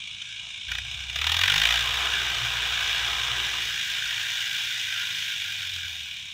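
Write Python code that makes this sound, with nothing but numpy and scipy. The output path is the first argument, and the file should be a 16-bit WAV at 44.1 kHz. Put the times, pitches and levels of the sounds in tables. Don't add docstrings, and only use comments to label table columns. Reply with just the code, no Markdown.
import sys
import numpy as np
from scipy import signal
from scipy.fft import rfft, irfft, next_fast_len
from scipy.io import wavfile
from scipy.ndimage import uniform_filter1d, map_coordinates

SR = 44100
rng = np.random.default_rng(int(sys.argv[2]) if len(sys.argv) > 2 else 0)


def wav_out(sig):
    wavfile.write(sys.argv[1], SR, np.round(np.clip(np.atleast_2d(sig).T, -1, 1) * 32767).astype(np.int16))


N = 279153

# time in seconds, firings per second.
ENGINE_SPEED = [(0, 26.92), (.25, 28.24), (.58, 27.52), (.95, 32.57), (1.1, 32.0), (1.4, 43.67),
                (1.72, 58.73), (2.03, 62.28), (2.4, 59.07), (2.9, 58.37), (3.3, 60.24), (3.65, 57.66),
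                (4.7, 56.45), (5.1, 53.25), (5.5, 48.68), (6.33, 32.2)]
# time in seconds, fuel from 0 to 1.
FUEL_FEED = [(0, 0.04), (.64, 0.07), (.71, 0.94), (.83, 0.61), (1.11, 0.64), (1.21, 0.91), (1.38, 1),
             (1.6, .98), (1.88, .67), (2.3, 0.62), (3.4, .6), (3.85, 0.35), (4.5, 0.2), (5.3, 0.12),
             (5.85, 0.33), (6.15, 0.04)]


def amp(db):
    return 10 ** (np.asarray(db) / 20)


def curve(rows):
    seconds, values = np.transpose(rows)
    return np.interp(np.arange(N) / SR, seconds, values)


def wobble(rate):
    return map_coordinates(rng.standard_normal(2 ** 14), [np.arange(N) * rate / SR], mode="wrap")


def swells(rows):
    time = np.arange(N) / SR
    return sum(db * np.exp(-((time - s) / half_s) ** 2) for s, half_s, db in rows)


def slope(points):
    f, db = np.transpose(points)
    return lambda hz: amp(np.interp(np.log(hz + 1), np.log(f), db))


def modes(rows):
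    return lambda hz: np.sqrt(sum(amp(db) ** 2 / (1 + (2 * (hz - f) / width) ** 2) ** 2
                                  for f, width, db in rows))


def ring(x, gain, size=8192):
    cepstrum = irfft(np.log(np.maximum(gain(np.fft.rfftfreq(size, 1 / SR)), 1e-6)))
    cepstrum[1:size // 2] *= 2
    cepstrum[size // 2 + 1:] = 0
    rung = signal.oaconvolve(x, irfft(np.exp(rfft(cepstrum))))[:N]
    return rung / np.sqrt(np.mean(rung ** 2) + 1e-20)


def bursts(times, db, rise_s, tail_s, tail_share):
    t = np.arange(SR // 20) / SR
    blow = (t / rise_s) ** 4 * np.exp(-4 * t / rise_s)
    tail = (1 - np.exp(-(t / rise_s) ** 2)) * np.exp(-t / tail_s)
    shape = blow / blow.sum() + tail_share * tail / tail.sum()
    hits = np.bincount(np.clip(times * SR, 0, N).astype(int), amp(db) ** 2, N + 1)
    power = np.abs(signal.oaconvolve(hits, shape)[:N])
    slow_mean = uniform_filter1d(uniform_filter1d(power, SR // 12), SR // 20)
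    return power / (np.abs(slow_mean) + 1e-9)


def effort(pull_fuel=.6):
    fuel = curve(FUEL_FEED)
    return np.clip(fuel / pull_fuel, 0, 1), np.maximum(fuel - pull_fuel, 0) / (1 - pull_fuel)


def engine_blows(firings, scatter_db, lead_s, valve_db, rattle_db, rattle_share):
    cylinders = [0.28, -0.15, 0.1]
    # time in seconds, extra dB.
    hard_knocks = [(.145, 1), (.215, 9), (.682, 6), (.716, 2.5), (.751, 2), (.783, 5), (1.097, 11),
                   (1.158, 10), (1.187, 4), (1.214, 4.5), (1.268, 2), (1.319, 3)]
    time = np.arange(N) / SR
    count = np.arange(int(firings[-1]) + 1)
    chance = rng.standard_normal((len(count), 3))
    fire_s = np.interp(count, firings, time) - lead_s
    fire_db = np.take(cylinders, count, mode="wrap") + scatter_db * chance[:, 0]
    for s, extra_db in hard_knocks:
        fire_db[np.argmin(np.abs(fire_s - s))] += extra_db
    knocks = bursts(fire_s, fire_db, rise_s=.0034, tail_s=.008, tail_share=.34)
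    valve_s = np.interp(np.arange(2 * len(count)) / 2, firings, time)
    snap_db = valve_db * chance[:, 1:].ravel()
    valves = bursts(valve_s, snap_db, rise_s=.0026, tail_s=.012, tail_share=.93)
    ticks = rng.random((N // 80, 2))
    tick_db = -rattle_db * np.log(np.maximum(ticks[:, 1], 1 / 20))
    rattle = bursts(ticks[:, 0] * N / SR, tick_db, rise_s=.00062, tail_s=.002, tail_share=1)
    valve_share = np.clip(.3 * (28 / curve(ENGINE_SPEED)) ** 2, 0, 1)
    between = valve_share * valves + (1 - valve_share) * (rattle_share * rattle + 1 - rattle_share)
    return knocks, between


def metal_clatter(knocks, between):
    # pitch in Hz, width in Hz, relative level in dB.
    drive = [(295, 42, -6.5), (333, 29, 1), (396.7, 53, 2)]
    casing = [(472, 68, -7), (554, 89, -10.5), (704.5, 105, -2.5), (808, 48, 0), (1027, 320, 0),
              (1270, 273, 2)]
    panels = [(1427, 55, -2), (1511, 180, -3.5), (1604, 162, 1), (1714, 95, -2)]
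    sump = [(1830, 164, -1.8), (1982, 200, -0.31)]
    block = [(2279, 250, -5.5), (2418, 220, -4), (2554, 36, -2.5), (2889, 440, -2), (3155, 230, -3.5),
             (3344, 71, -3), (3360, 190, -4.5), (3564, 110, -7.5), (3592, 444, -2.5), (3880, 180, -8)]
    covers = [(4364, 180, -10.5), (5109, 260, -9.5), (5530, 240, -11), (5890, 330, -9.5), (6592, 620, -13),
              (7360, 1350, -19.5), (8340, 1480, -23), (9760, 770, -30)]
    # frequency in Hz, relative level in dB.
    high_hiss = [(3000, -28), (4200, 13.5), (5000, 11.5), (6500, 2), (8500, -48), (9350, -16), (9800, -3),
                 (10800, 0), (11400, -5.5), (12500, 2.5), (13900, -3), (15150, 3), (15600, -2),
                 (17000, -30)]
    # middle in seconds, half length in seconds, extra dB.
    drive_swells = [(2.2, 0.24, 10.5), (3.5, 0.36, 9.5)]
    casing_swells = [(.46, .05, 6.5), (4.17, 0.21, 5), (4.38, 0.038, 5), (4.6, 0.034, 4.5)]
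    panel_swells = [(.29, 0.091, 10.5), (.84, 0.06, 4), (1.0, 0.039, 5), (5.22, 0.032, 2), (5.63, 0.046, 6),
                    (5.86, 0.024, 6.5), (6.08, 0.026, 6)]
    parts = {"drive": (-73.5, -14.5, 3, -81, 2, -62.5, 2), "casing": (-57, -8, 1.5, -33, 1.96, -40, 1.17),
             "panels": (-39.5, -23, 1.5, -32.5, 1, -41.5, 1.5), "sump": (-41, -21.5, 1.5, -30, 1.5, -48, 1),
             "block": (-31, -7.5, 2, -21, 1.24, -31, 0.3),
             "covers": (-41.5, -9.5, 1.5, -34, 1.46, -48, 0.38),
             "sizzle": (-45.5, -31, 4.2, -33.5, 2, -64, 0.8)}
    # time in seconds, change in dB.
    facing = [(0, -0.5), (1.1, .5), (2.05, -0.1), (2.5, -0.5), (2.9, 1.04), (3.3, -0.2), (3.7, 0.5),
              (4.5, 1), (5.4, -0.1), (6.33, -2.5)]
    idle_rate, full_rate = 27, 62
    running_share, knock_share = .22, .96
    speed = curve(ENGINE_SPEED)
    load, surplus = effort()
    slowness = np.maximum((full_rate - speed) / (full_rate - idle_rate), 0)
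    pull = (load * speed / full_rate) ** 3.18

    def part(name, gain, swell_db=0):
        free_db, idle_db, fade_power, knock_db, knock_power, pull_db, waver_db = parts[name]
        running = amp(free_db + idle_db * slowness ** fade_power) ** 2 + (amp(pull_db) * pull) ** 2
        knocking = (amp(knock_db) * surplus * (speed / full_rate) ** knock_power) ** 2
        power = running + knocking
        on_firing = (running_share * running + knock_share * knocking) / power
        force = np.sqrt(on_firing * knocks + (1 - on_firing) * between)
        waver = waver_db * (1 + .1 * slowness) * wobble(16)
        return np.sqrt(power) * amp(swell_db + waver) * ring(force * rng.standard_normal(N), gain)

    return amp(curve(facing)) * (part("drive", modes(drive), swells(drive_swells))
                                 + part("casing", modes(casing), swells(casing_swells))
                                 + part("panels", modes(panels), swells(panel_swells))
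                                 + part("sump", modes(sump))
                                 + part("block", modes(block))
                                 + part("covers", modes(covers))
                                 + part("sizzle", slope(high_hiss)))


def exhaust_hum(firings, waver_db):
    # multiple of the firing rate, base dB, exponent of growth with fuel.
    low_tones = [(1, -36.5, 2.4), (2, -41.5, 1.09), (3, -54, 0.95)]
    # multiple of the firing rate, relative level in dB.
    high_tones = [(4, 3), (5, 3), (6, -12), (7, 17.5), (8, 0)]
    # frequency in Hz, gain in dB.
    pipe = [(28, -28), (41, -27), (51, -10.5), (57, -3), (61, -0.5), (78, 2.5), (100, -3.5), (120, -10),
            (155, 6.5), (180, -9.5)]
    muffler = [(15, -31), (30, -4), (45, 2.5), (75, 6.5), (110, 9.5), (160, 0), (200, -11), (250, -29),
               (400, -44), (1000, -84)]
    # middle in seconds, half length in seconds, extra dB.
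    octave_swells = [(2.44, 0.047, 15), (3.33, 0.038, 10)]
    phase = 2 * np.pi * firings
    speed = curve(ENGINE_SPEED)
    load, _ = effort()
    puff = curve(FUEL_FEED) + .052
    note = np.zeros(N)
    for k, db, growth in low_tones:
        level_db = db + k * waver_db * wobble(7) + (k == 2) * swells(octave_swells)
        strength = amp(level_db) * puff ** growth * slope(pipe)(k * speed)
        note += strength * np.sqrt(2) * np.sin(k * phase)
    overtones = ring(sum(amp(db) * np.cos(k * phase) for k, db in high_tones), slope(muffler))
    gas = ring((1 + .39 * np.cos(phase)) * rng.standard_normal(N), slope(muffler))
    return note + amp(-73.5) * overtones + amp(-63 + 12 * load) * gas


def field_air():
    # frequency in Hz, relative level in dB.
    air_tone = [(20, -20), (50, -17), (100, -4), (200, -0.5), (300, -17), (600, -33), (3000, -30),
                (15000, -70)]
    return amp(-67.5) * ring(rng.standard_normal(N), slope(air_tone))


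def noise_suppressor(x, depth, most_db, size=1024):
    # frequency in Hz, level in dB of one narrow band.
    quiet_limit = [(250, -130), (450, -80), (700, -62), (1500, -57), (3000, -62), (5000, -61), (7000, -64),
                   (10000, -78), (15000, -92)]
    hz, _, spectrum = signal.stft(x, SR, nperseg=size)
    power = uniform_filter1d(np.abs(spectrum) ** 2, size=9, axis=-1)
    level_db = 10 * np.log10(np.abs(power) + 1e-16)
    around_db = uniform_filter1d(level_db, size=19, axis=-2)
    stand_out_db = uniform_filter1d(level_db, size=3, axis=-2) - around_db
    quiet = 1 / (1 + amp(around_db) / slope(quiet_limit)(hz)[:, None])
    gain_db = np.clip(depth * quiet * stand_out_db, -most_db, 2)
    return signal.istft(spectrum * amp(gain_db), SR, nperseg=size)[1][:, :N]


def scene():
    firings = np.cumsum(curve(ENGINE_SPEED)) / SR
    knocks, between = engine_blows(firings, scatter_db=1.5, lead_s=.0026,
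                                   valve_db=4, rattle_db=2, rattle_share=.33)
    air = field_air()
    return (metal_clatter(knocks, between) + exhaust_hum(firings, waver_db=1.05) + air)[None]


def record(dry):
    ceiling, top_hz = .77, 15750
    heard = noise_suppressor(dry, depth=1.12, most_db=13)
    heard = heard / (1 + (heard / ceiling) ** 4) ** (1 / 4)
    size = next_fast_len(N + SR // 2)
    passes = np.fft.rfftfreq(size, 1 / SR) < top_hz
    return irfft(rfft(heard, size) * passes, size)[:, :N]


dry = scene()
out = record(dry)
wav_out(out)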